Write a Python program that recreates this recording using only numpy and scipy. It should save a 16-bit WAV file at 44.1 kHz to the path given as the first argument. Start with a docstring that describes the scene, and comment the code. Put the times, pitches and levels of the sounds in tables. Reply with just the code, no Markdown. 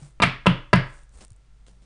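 """Knocking a deck of cards level

A deck is knocked on edge three times on a cloth-covered table in a small, slightly ringing room.
Each knock is a quick cluster of contacts as the cards drop level; the table top thuds and sways.
Afterwards the cards slide softly in the hand and a few edges tick past the fingers, over a faint hum."""
import sys
import numpy as np
from scipy import signal
from scipy.fft import rfft, irfft
from scipy.io import wavfile
from scipy.ndimage import uniform_filter1d

SR = 44100
rng = np.random.default_rng(int(sys.argv[2]) if len(sys.argv) > 2 else 0)


def pcm_store(signal):
    """Save signal as 16-bit PCM."""
    levels = np.round(np.clip(np.atleast_2d(signal), -1, 1) * 32767)
    wavfile.write(sys.argv[1], SR, levels.astype(np.int16).T)


N = 81585
T = np.arange(N) / SR
CUTOFF_HZ, THUD_RISE_S = 9800, 0.004


def from_db(db):
    return 10 ** (np.asarray(db) / 20)


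def at_hz(points, hz, column=1):
    """Table column interpolated over log frequency."""
    points = np.array(points)
    return np.interp(np.log(np.maximum(hz, 1)), np.log(points[:, 0]), points[:, column])


def noise(spectrum):
    """Shaped noise below the cutoff, rms 1."""
    hz = np.arange(N // 2 + 1) * SR / N
    x = irfft(rfft(rng.standard_normal(N)) * from_db(at_hz(spectrum, hz)) * (hz < CUTOFF_HZ), N)
    return x / x.std()


def low_cut(x, hz):
    return signal.sosfilt(signal.butter(2, hz, "high", fs=SR, output="sos"), x)


def decay(start_s, t60_s):
    """Jump to 1, then exponential fall."""
    return (T >= start_s) * np.exp(-np.log(1000) * np.clip((T - start_s) / t60_s, 0, 10))


def ring(start_s, hz, t60_s):
    """Struck mode."""
    return decay(start_s, t60_s) * np.sin(2 * np.pi * hz * (T - start_s))


def swell(start_s, rise_s):
    """Exponential rise from 0 to 1."""
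    return 1 - np.exp(-np.maximum(T - start_s, 0) / rise_s)


# card edges on the table: start_s, level_db, lowpass_hz, snap_db, snap_hz
EDGE_CONTACTS = [(0.2014, -11, 2080, -10, 2310), (0.2206, -7, 5130, -3.5, 3755),
                 (0.2248, -3, 4800, -1.5, 2370), (0.2304, -5.5, 4500, -4, 3116),
                 (0.2348, -4.5, 5560, 0, 2180), (0.2393, -11, 3000, 3.5, 1700),
                 (0.4590, -11.5, 1700, -11.5, 1350), (0.4640, -13, 5760, -4.5, 3400),
                 (0.4677, 0.5, 2780, -8.5, 2834), (0.4698, -9.5, 3650, -5, 3090),
                 (0.731, -1, 2300, -5.5, 1650), (0.734, -2, 3800, -10.5, 4690),
                 (0.736, -9, 2600, 0.5, 1996)]
# modes of deck and table: pitch_hz, level_db, t60_s
DECK_MODES = [(300.7, -24, 0.027), (391, -33, 0.056), (476, -25.5, 0.03), (618.3, -15.5, .045),
              (697.5, -18.5, 0.055), (972, -27.5, 0.031), (1000, -10.5, 0.034), (1209, -13, .06),
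              (1314, -12.5, .05), (1650, -18, 0.047), (2031, -23.5, 0.11), (2335, -25, 0.061),
              (2726, -14.5, 0.057), (4160, -28.5, 0.075)]
# single cards landing: freq_hz, density_db
CLATTER_SPECTRUM = [(200, -2), (500, 4), (1500, 1), (3000, -3), (4800, -2), (6500, -9.5), (9500, 2)]


def knocks():
    """Each contact rings deck and table; single cards clatter and snap."""
    out = 0
    for start_s, level_db, lowpass_hz, snap_db, snap_hz in EDGE_CONTACTS:
        clack = sum(from_db(db) * ring(start_s, hz, t60_s) for hz, db, t60_s in DECK_MODES)
        clatter = from_db(-10) * noise(CLATTER_SPECTRUM) * decay(start_s, t60_s=0.026)
        snap = from_db(snap_db) * ring(start_s, snap_hz, t60_s=0.013)
        softness = signal.butter(2, lowpass_hz, fs=SR, output="sos")
        out += from_db(level_db) * signal.sosfilt(softness, clack + clatter + snap)
    return low_cut(out, hz=110)


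# hand's weight on the table: start_s, level_db, push_hz
HAND_PUSHES = [(0.202, -13.5, 185), (0.234, -3.5, 135), (0.4712, 3.5, 198), (0.7370, 4, 129)]
# table top: pitch_hz, level_db, t60_s
TOP_MODES = [(106, -18.5, 0.27), (129.8, -12, 0.26), (148.3, -9, 0.16), (177.3, -3.5, 0.14),
             (210, -24, 0.03), (272.3, -30, 0.31), (309.2, -33, 0.39)]


def table_thuds():
    """Each push booms the top's modes near push_hz and sways the whole table."""
    falloff_db_per_octave = 6.5
    out = 0
    for start_s, level_db, push_hz in HAND_PUSHES:
        boom = 0
        for hz, db, t60_s in TOP_MODES:
            octaves_off = abs(np.log2(hz / push_hz))
            boom += from_db(db - falloff_db_per_octave * octaves_off) * ring(start_s, hz, t60_s)
        sway = from_db(-33) * ring(start_s, hz=26, t60_s=0.8)
        out += from_db(level_db) * swell(start_s, THUD_RISE_S) ** 2 * (boom + sway)
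    return out


# edge flicks: start_s, level_db
EDGE_FLICKS = [(0.7580, -29), (1.0345, -51), (1.0931, -52.5), (1.249, -38), (1.2690, -52), (1.281, -51),
               (1.3045, -44.5), (1.3191, -46.5), (1.3316, -50), (1.3627, -54)]
# flick noise: freq_hz, density_db
FLICK_SPECTRUM = [(500, -13), (2500, -20.5), (5000, -15.5), (7500, -7), (9500, -3.5)]


def edge_ticks():
    """Single card edges flick past the fingers."""
    envelope = sum(from_db(db) * decay(start_s, t60_s=0.0052) for start_s, db in EDGE_FLICKS)
    return envelope * noise(FLICK_SPECTRUM)


# hand against the table: start_s, level_db, pitch_hz, t60_s
HAND_BUMPS = [(0.020, -33, 143, .22), (1.150, -44, 59.6, .4), (1.312, -32.5, 99, 0.066),
              (1.691, -55.5, 180, 0.46)]


def hand_bumps():
    """Each soft bump rings one low table mode."""
    return sum(from_db(db) * swell(start_s, THUD_RISE_S) * ring(start_s, hz, t60_s)
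               for start_s, db, hz, t60_s in HAND_BUMPS)


# card over card: peak_s, level_db, rise_s, fall_s
SLIDE_STROKES = [(0.035, -58.5, 0.12, 0.046), (0.975, -61, 0.076, 0.046), (1.180, -58, 0.034, 0.024),
                 (1.234, -55.5, 0.025, 0.014), (1.670, -71, 0.003, 0.038)]
# card friction: freq_hz, density_db
SLIDE_SPECTRUM = [(300, 1.5), (1200, -3), (3000, -10.5), (5500, -10), (8000, -4), (9500, -4.5)]


def card_slides():
    """Cards slide over each other in bell-shaped strokes."""
    power = 0
    for peak_s, level_db, rise_s, fall_s in SLIDE_STROKES:
        width_s = np.where(T < peak_s, rise_s, fall_s)
        power += from_db(level_db) ** 2 * np.exp(-((T - peak_s) / width_s) ** 2)
    return np.sqrt(power) * noise(SLIDE_SPECTRUM)


# hand along the deck: start_s, level_db, t60_s, low_cut_hz
BRUSH_STROKES = [(0.014, -54, .3, 70), (1.207, -44, 0.14, 90), (1.665, -55, 0.31, 497),
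                 (1.820, -61.5, 0.33, 91)]
# hand friction: freq_hz, density_db
BRUSH_SPECTRUM = [(60, -7), (220, -2), (350, -5.5), (750, -14.5), (1500, -22.5), (3500, -19.5), (9000, -22)]


def hand_brushes():
    """The hand meets the deck and rubs along it, duller than the cards."""
    rub = noise(BRUSH_SPECTRUM)
    return sum(from_db(db) * decay(start_s, t60_s) * low_cut(rub, hz)
               for start_s, db, t60_s, hz in BRUSH_STROKES)


def friction(grain_db=3):
    """Slides and brushes, made grainy by a shared level flicker."""
    flicker = uniform_filter1d(rng.standard_normal(N), size=60)
    return from_db(grain_db * flicker / flicker.std()) * (card_slides() + hand_brushes())


# diffuse room tail: freq_hz, gain_db, t60_s
ROOM_TAIL = [(151, -7, .33), (300, -11, 0.32), (700, -12, 0.31), (1100, -10.5, 0.38), (1800, -5.5, 0.37),
             (3300, -6, 0.33), (5042, -5.5, .33), (5900, -16, 0.25), (9500, -9, 0.2)]
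# room resonances: pitch_hz, gain_db, t60_s
ROOM_RESONANCES = [(572, -70, 0.53), (1218, -70, .34), (1270, -68, 0.33), (1662, -66, 0.48),
                   (1985, -63, .35), (2390, -66.5, 0.34), (3410, -61, 0.44), (4350, -61.5, .3)]


def room_reverb(x, build_s=0.005):
    """The room stores energy per sixth of an octave and releases it as noise; a few modes ring clear."""
    edges_hz = 120 * 2 ** (np.arange(39) / 6)
    white = rng.standard_normal((2, N))
    build_pole = np.exp(-1 / (build_s * SR))
    tail = 0
    for k, (low_hz, high_hz) in enumerate(zip(edges_hz, edges_hz[1:])):
        centre_hz = np.sqrt(low_hz * high_hz)
        band = signal.butter(2, [low_hz, high_hz], "band", fs=SR, output="sos")
        t60_s = at_hz(ROOM_TAIL, centre_hz, column=2)
        decay_pole = np.exp(-2 * np.log(1000) / (t60_s * SR))
        energy = signal.sosfilt(band, x + 1e-18) ** 2
        for pole in (build_pole, decay_pole):
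            energy = signal.lfilter([1 - pole], [1, -pole], energy)
        wash = signal.sosfilt(band, white[k % 2])  # adjacent bands uncorrelated
        tail += from_db(at_hz(ROOM_TAIL, centre_hz)) * np.sqrt(energy) * wash / wash.std()
    modes = sum(from_db(db) * ring(0, hz, t60_s) for hz, db, t60_s in ROOM_RESONANCES)
    return tail + signal.fftconvolve(x, modes)[:N]


# background noise: freq_hz, density_db
FLOOR_SPECTRUM = [(20, -5.5), (50, -13.5), (80, -27.5), (125, -18.5), (280, -35), (600, -37.5),
                  (2000, -43.5), (9500, -50.5)]
# steady hum: pitch_hz, rms_db
HUM_TONES = [(49, -53.5), (118.4, -65.5), (1357, -83.5), (2046, -89)]


def room_tone():
    """Faint hiss, rumble and hum."""
    hum = sum(np.sqrt(2) * from_db(db) * np.sin(2 * np.pi * (hz * T + rng.random()))
              for hz, db in HUM_TONES)
    return from_db(-55) * noise(FLOOR_SPECTRUM) + hum


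def scene():
    """Mono mix; only the knocks feed the reverb."""
    deck = knocks()
    reverb = room_reverb(deck)
    handling = friction() + edge_ticks() + hand_bumps()
    return (deck + table_thuds() + handling + reverb + room_tone())[None]


def record(dry):
    """Soft clip, then a steep lowpass."""
    ceiling = 0.73
    clipped = dry / (1 + (dry / ceiling) ** 6) ** (1 / 6)
    lowpass = signal.ellip(10, 0.3, 70, CUTOFF_HZ, fs=SR, output="sos")
    return signal.sosfilt(lowpass, clipped)


dry = scene()
out = record(dry)
pcm_store(out)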